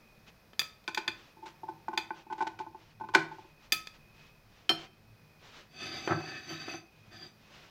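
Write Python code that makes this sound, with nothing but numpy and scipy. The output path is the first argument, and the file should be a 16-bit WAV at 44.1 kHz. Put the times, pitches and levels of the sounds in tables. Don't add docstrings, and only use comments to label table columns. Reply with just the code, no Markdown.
import sys
import numpy as np
from scipy import signal
from scipy.fft import rfft, irfft
from scipy.io import wavfile
from scipy.ndimage import uniform_filter1d

SR = 44100
rng = np.random.default_rng(int(sys.argv[2]) if len(sys.argv) > 2 else 0)


def wav_out(sig):
    wavfile.write(sys.argv[1], SR, np.round(np.clip(np.atleast_2d(sig).T, -1, 1) * 32767).astype(np.int16))


N = 339565

# f/Hz, undamped t60/s, level/dB struck in the well, struck on the rim, dragged
PLATE_MODES = [(1305, 0.2, -25, -19, -6.5), (1786, 0.08, -4, -19.5, 4), (2090, 0.11, -12, -21, -7),
               (2434, 0.068, 2.5, -15, -4), (2569, 0.15, -4, -27.5, 1), (3125, 0.15, -15, 4, -13),
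               (3434, 0.072, 2.5, -17, -13), (3575, 0.092, 0, -26, -2.5), (3817, 0.13, -15.5, -22, -4.5),
               (4210, 0.24, -21, -8.5, -40), (4625, 0.13, -5, -10, 3), (4766, 0.079, 5.5, -17.5, 3),
               (5357, .14, -24.5, -4, -55.5), (6060, 0.065, -6, -22, -2.5), (6640, 0.11, -7.5, -18.5, -53),
               (7610, .13, -11, -18.5, -17), (9360, 0.07, -15, -37, -24), (11020, 0.13, -21, -13.5, -24.5),
               (11900, 0.083, -15.5, -30, -23), (11930, 0.13, -18, -14, -37), (14060, .1, -11, -23, -26),
               (14200, .1, -20, -41, -28)]
# f/Hz, undamped t60/s, level/dB
WORKTOP_MODES = [(105.4, 0.25, -3.5), (154.4, 0.18, 6), (214, 0.047, -11.5), (328, 0.13, -1.5),
                 (373.2, 0.056, 3.5), (584, 0.12, -20), (688.5, 0.045, -4.5), (771, 0.053, -3.5),
                 (1108, 0.039, -18), (1316, 0.1, -11.5), (1543, 0.14, -14), (2036, 0.04, -27)]
# start t/s, end t/s, rise/s, level/dB, sag/(dB per s)
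PLATE_TURNS = [(5.654, 6.524, 0.22, -42, 17), (6.413, 6.847, 0.085, -45, 3.5),
               (7.088, 7.351, 0.052, -50.5, 13)]


def undb(db):
    return 10 ** (np.asarray(db) / 20)


def unit(x):
    return x / np.sqrt(np.mean(x ** 2))


def coloured(points):
    hz, db = np.transpose(points)
    bin_hz = np.arange(1, N // 2 + 2) * SR / N
    gain = undb(np.interp(np.log(bin_hz), np.log(hz), db))
    return unit(irfft(rfft(rng.standard_normal(N)) * gain, N))


def ring(x, hz, t60):
    r, w = np.exp(-np.log(1000) / (t60 * SR)), 2 * np.pi * hz / SR
    return signal.lfilter([0, np.sin(w)], [1, -2 * r * np.cos(w), r * r], x)


def add(out, s, sound, db):
    i = int(s * SR)
    levelled = sound * undb(db) / np.max(np.abs(sound))
    out[i:i + len(sound)] += levelled[:N - i]


def walk(rate):
    k = int(SR / rate)
    steps = np.repeat(rng.standard_normal(N // k + 1), k)
    return 1.2 * uniform_filter1d(steps, k)[:N]


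def slip(ms, sparse=3.2):
    t = np.arange(SR // 5) / SR / (ms / 1000)
    pushes = 0.42 + rng.standard_normal(len(t)) ** 3 * sparse
    return t * np.exp(-2 * t) * pushes


def creak(modes, ms, bite_db):
    t = np.arange(SR // 4) / SR
    x = t / (ms / 1000)
    roughness_db = 37.0 * uniform_filter1d(rng.standard_normal(len(t)), size=32)
    effort = x * np.exp(-2 * x) * undb(roughness_db)
    phase = rng.uniform(0, 2 * np.pi, len(modes))
    grip_db = 2.5 * rng.standard_normal(len(modes))
    out = np.zeros(len(t))
    for (hz, t60, db), p, grip in zip(modes, phase, grip_db):
        push = effort * np.sin(2 * np.pi * hz * t + p)
        out += undb(db + grip + bite_db * np.log2(hz)) * ring(push, hz, t60)
    return out


def kitchen():
    # f/Hz, level/(dB per Hz), relative
    air_colour = [(24, -35), (40, -10.5), (118, -17), (137, -10), (228, -13.5), (258, -18.5), (449, -18),
                  (673, -20), (2090, -26), (2490, -28), (2760, -31), (5180, -29.5), (7750, -43),
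                  (15300, -36.5), (16500, -49.5)]
    # f/Hz, width/Hz, mean level/dB
    appliance_tones = [(107.4, 8.5, -70.5), (153.2, 2.7, -72.5), (215, 7.9, -77.5), (2530, 27, -75),
                       (2470, 22, -77)]
    # t/s, level/dB
    rumble_levels = [(0.0, -72), (1.26, -85), (4.18, -68), (7.03, -94), (7.7, -80.5)]
    # start t/s, length/s, level/dB at the height of the swell
    soft_swells = [(0.262, 0.048, -57), (1.107, 0.26, -60), (2.132, 0.11, -60.5), (2.748, 0.21, -64.5),
                   (3.247, 0.31, -63), (3.586, 0.11, -63), (3.928, 0.06, -63), (4.135, .19, -60.5),
                   (4.456, 0.27, -63), (4.758, 0.13, -52.5), (5.381, 0.31, -54.5), (6.88, 0.28, -67.5),
                   (7.342, 0.26, -66), (7.494, 0.25, -56.5)]
    # f/Hz, level/(dB per Hz), relative
    swell_colour = [(200, -4), (500, -2.5), (1500, -4), (3000, -4), (6000, -13), (7500, -22.5),
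                    (12000, -48), (16000, -30)]
    air_db = -64.5

    out = undb(air_db + 1.0 * walk(1.98)) * coloured(air_colour)
    for hz, width_hz, db in appliance_tones:
        waver = undb(3 * walk(5))
        t60 = np.log(1000) / np.pi / width_hz
        out += undb(db) * waver * unit(ring(rng.standard_normal(N), hz, t60))
    s, rumble_db = np.transpose(rumble_levels)
    rumble = unit(ring(rng.standard_normal(N), 42.0, 0.087))
    out += undb(np.interp(np.arange(N) / SR, s, rumble_db)) * rumble
    swelling = np.zeros(N)
    for s, length, db in soft_swells:
        add(swelling, s, np.sin(np.linspace(0, np.pi, int(length * SR))), db)
    return out + swelling * undb(2.0 * walk(30)) * coloured(swell_colour)


def clinks():
    # t/s, peak level/dB, rim share (0 well, 1 rim), contact time/ms
    strikes = [(0.533, -43, 0.47, 0.16), (.594, -9.5, 0, 0.0037), (0.616, -25.5, 0.23, 0.095),
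               (0.841, -52, 0.4, 0.012), (.878, -22, 0.14, 0.04), (0.947, -23, 0.1, 0.021),
               (0.976, -20.5, 0.23, 0.054), (1.079, -14.5, 0.13, 0.061), (1.976, -16, 0.21, 0.034),
               (3.148, -20.5, .1, 0.011), (3.722, -9, 0.15, 0.0028), (3.872, -30, 0.04, 0.027),
               (4.693, -11, 0.9, 0.044), (6.076, -23, 0.46, 0.15)]
    # f/Hz, t60/s, level/dB
    tong_modes = [(1281, 0.3, -4), (5460, 0.083, -5), (8660, 0.18, -31), (10265, 0.18, -9.5),
                  (14400, .09, -2.5), (16000, .08, -4.5)]
    free_light, free_per_peak, free_per_rim = 0.18, 0.99, 0.3
    hard_tongs_db, hard_ms, tongs_db_per_octave = -12, 0.0026, -6

    out, t = np.zeros(N), np.arange(SR // 3) / SR
    tongs = sum(undb(db) * ring(t == 0, hz, t60) for hz, t60, db in tong_modes)
    for s, peak_db, rim, contact_ms in strikes:
        free = free_light + free_per_peak * undb(peak_db) + free_per_rim * rim
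        tongs_db = hard_tongs_db + tongs_db_per_octave * np.log2(contact_ms / hard_ms)
        crack = rng.standard_normal(len(t)) * np.exp(-t / (0.028 * free))
        scatter_db = 0.23 * rng.standard_normal(len(PLATE_MODES))
        phase = rng.uniform(0, 2 * np.pi, len(PLATE_MODES))
        plate = np.zeros(len(t))
        for (hz, t60, well_db, rim_db, _), scatter, p in zip(PLATE_MODES, scatter_db, phase):
            start_db = well_db + rim * (rim_db - well_db) + scatter
            plate += undb(start_db - 60 * t / (free * t60)) * np.sin(2 * np.pi * hz * t + p)
        tick = plate + undb(tongs_db) * tongs + 0.21 * crack
        keep = np.exp(-1000 / (contact_ms * SR))
        add(out, s, signal.lfilter([1], [1, -2 * keep, keep ** 2], tick), peak_db)
    return out


def knocks():
    # t/s, peak level/dB, swell/ms, bite/(dB per octave), crunch level/dB against the knock
    slips = [(0.877, -27.5, 3.4, 21, -2.5), (.972, -19.5, 2.9, 20.5, -7.5), (1.075, -28, 4.7, 29.5, -29),
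             (1.36, -51, 18.6, -11, -14), (1.42, -40, 16, -17, -11), (1.456, -38.5, 8.3, -2, -0.1),
             (1.632, -33, 2.3, -31, -20), (1.681, -27.5, 5.8, 2.5, -20.5), (1.882, -24, 1, 6, -16),
             (1.929, -29, 4.6, 5, -12), (1.974, -22, 2.5, 7.5, -22), (2.106, -26, 0.37, 11.5, -31),
             (2.264, -45.5, 2.1, -12, -29), (2.299, -33.5, 7.3, 7, -18), (2.323, -25.5, 2.1, 4, -11),
             (2.377, -36, 6.6, 1, -8), (2.405, -21, 3.1, 14, -17.5), (2.422, -21, 1.2, -5, -11.5),
             (2.467, -28.5, 2, 4, 1), (2.588, -38.5, 1.7, 31, 3), (2.6, -29.5, 4.1, -10, -13),
             (2.665, -38, 0.85, -5.5, -28.5), (2.746, -38.5, 1.6, -8.5, -23), (2.998, -43, 1.3, 6, -8.5),
             (3.008, -29.5, 2.8, 6, -23.5), (3.034, -35.5, 4.8, 6, -17.5), (3.087, -34.5, 1.3, 7, -7),
             (3.137, -25, 6.2, 12.5, 0), (3.148, -5, 1.5, 28.5, -3.5), (3.179, -31, 6.8, 30, -8),
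             (3.308, -36, 9, 11, -9), (3.382, -41, 4.3, -22.5, -6), (3.443, -53, 2.9, 8, -8)]
    # f/Hz, t60/s, level/dB
    scissor_modes = [(790, .04, -10), (880, .05, 0), (920, .04, -7), (1040, .04, -9), (1503, .062, -17),
                     (1990, .03, -36), (2365, .045, -38)]
    answer_db, answer_share = -24.5, 0.57

    out = np.zeros(N)
    crust = signal.butter(1, [700, 3000], "bandpass", fs=SR)
    dull = signal.butter(4, 7000, fs=SR)
    for s, db, ms, bite_db, crunch_db in slips:
        add(out, s, creak(scissor_modes, ms, bite_db), db)
        add(out, s, creak(WORKTOP_MODES[2:7], ms + 3.0, bite_db=-7.0), answer_db + answer_share * db)
        crunch = signal.lfilter(*crust, slip(2.7 * ms + 3.6))
        add(out, s, 0.109 * crunch + signal.lfilter(*dull, crunch), db + crunch_db)
    return out


def thumps():
    # t/s, peak level/dB, swell/ms, sway level/dB, sway bite/(dB per octave)
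    jolts = [(3.152, -17.5, 5.8, -38.5, -1), (3.723, -37, 2.5, -54, 2.5), (4.693, -22, 8.2, -43.5, 1.5),
             (6.074, -23, 1.3, -28.5, -22), (6.106, -21, 1.1, -44, -3), (6.119, -21.5, 1.3, -34, -3),
             (6.5, -35, 10, -43.5, 6), (6.678, -33.5, 2.2, -62, -2), (6.732, -32.5, 5.8, -59, 3)]
    bite_at_1ms_db, bite_db_per_octave = 5, -1.5
    sway_late_s, sway_ms = 0.015, 18.5
    rock_s, rock_db, rock_gap_s, rock_loss_db, rock_growth = 6.093, -25.5, 0.022, 2.4, 1.12

    out = np.zeros(N)
    loose = signal.butter(4, [500, 1800], "bandpass", fs=SR, output="sos")
    taps = np.arange(8)
    rocking = []
    for k in taps:
        tap_s = rock_s + rock_gap_s * np.sum(rock_growth ** taps[:k])
        rocking.append((tap_s, rock_db - rock_loss_db * k, 6.0, -200, 0))
    for s, db, ms, sway_db, sway_bite_db in [*jolts, *rocking]:
        bite_db = bite_at_1ms_db + bite_db_per_octave * np.log2(ms)
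        add(out, s, creak(WORKTOP_MODES[2:], ms, bite_db), db)
        clatter = signal.sosfilt(loose, slip(ms + 7.7))
        add(out, s, clatter, db + bite_db - 5.5)
        add(out, s + sway_late_s, creak(WORKTOP_MODES[:3], sway_ms, sway_bite_db), sway_db)
    return out


def turning():
    t, fall_s = np.arange(N) / SR, 0.1
    strength = np.zeros(N)
    for start, end, rise_s, db, sag_db in PLATE_TURNS:
        ramp = np.clip(np.minimum((t - start) / rise_s, (end - t) / fall_s), 0, 1)
        sag = sag_db * np.clip(t - start - rise_s, 0, 1)
        strength += ramp ** 2 * undb(db - sag)
    return strength


def drags():
    worktop_db, tilt_db = -3.5, 7.5
    plate_damping, worktop_damping = 0.15, 0.4

    start = int(PLATE_TURNS[0][0] * SR)
    grit = (rng.standard_normal(N) * undb(0.66 * walk(150) + 2.0 * walk(30)))[start:]
    plate = np.zeros(len(grit))
    for hz, t60, _, _, db in PLATE_MODES:
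        foot_ring = ring(grit, hz, plate_damping * t60)
        body = unit(ring(foot_ring, hz, plate_damping * t60))
        plate += undb(db + 4.1 * walk(7)[start:]) * body
    scrape_band = signal.butter(4, [450, 5000], "bandpass", fs=SR, output="sos")
    scrape = 0.5 * unit(signal.sosfilt(scrape_band, grit))
    worktop = np.zeros(len(grit))
    for hz, t60, db in WORKTOP_MODES[1:]:
        worktop += undb(db + tilt_db * np.log2(hz)) * unit(ring(grit, hz, worktop_damping * t60))
    sound = turning()[start:] * (unit(plate) + scrape + undb(worktop_db) * unit(worktop))
    return np.pad(sound, (start, 0))


def room(x):
    # f/Hz, t60/s
    decay_times = [(200, 0.5), (1000, 0.38), (4000, 0.32), (12000, 0.25)]
    room_db = -11

    t = np.arange(SR // 2) / SR
    tail = np.zeros(len(t))
    hz, t60 = np.transpose(decay_times)
    for centre in 125 * 2. ** np.arange(8):
        edges = [centre / np.sqrt(2), min(centre * np.sqrt(2), 20000)]
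        octave = signal.butter(2, edges, "bandpass", fs=SR)
        band = signal.lfilter(*octave, rng.standard_normal(len(t)))
        tail += band * np.exp(-np.log(1000) * t / np.interp(np.log(centre), np.log(hz), t60))
    tail *= np.clip(t / 0.003 - 1, 0, 1)
    return undb(room_db) * signal.fftconvolve(x, tail / np.sqrt(np.sum(tail ** 2)))[:N]


def scene():
    near = clinks() + knocks() + thumps() + drags()
    near = signal.sosfilt(signal.butter(4, 90, "highpass", fs=SR, output="sos"), near)
    return (near + room(near) + kitchen())[None]


def record(dry):
    return signal.sosfilt(signal.ellip(8, .2, 70, 16000, fs=SR, output="sos"), dry)


dry = scene()
out = record(dry)
wav_out(out)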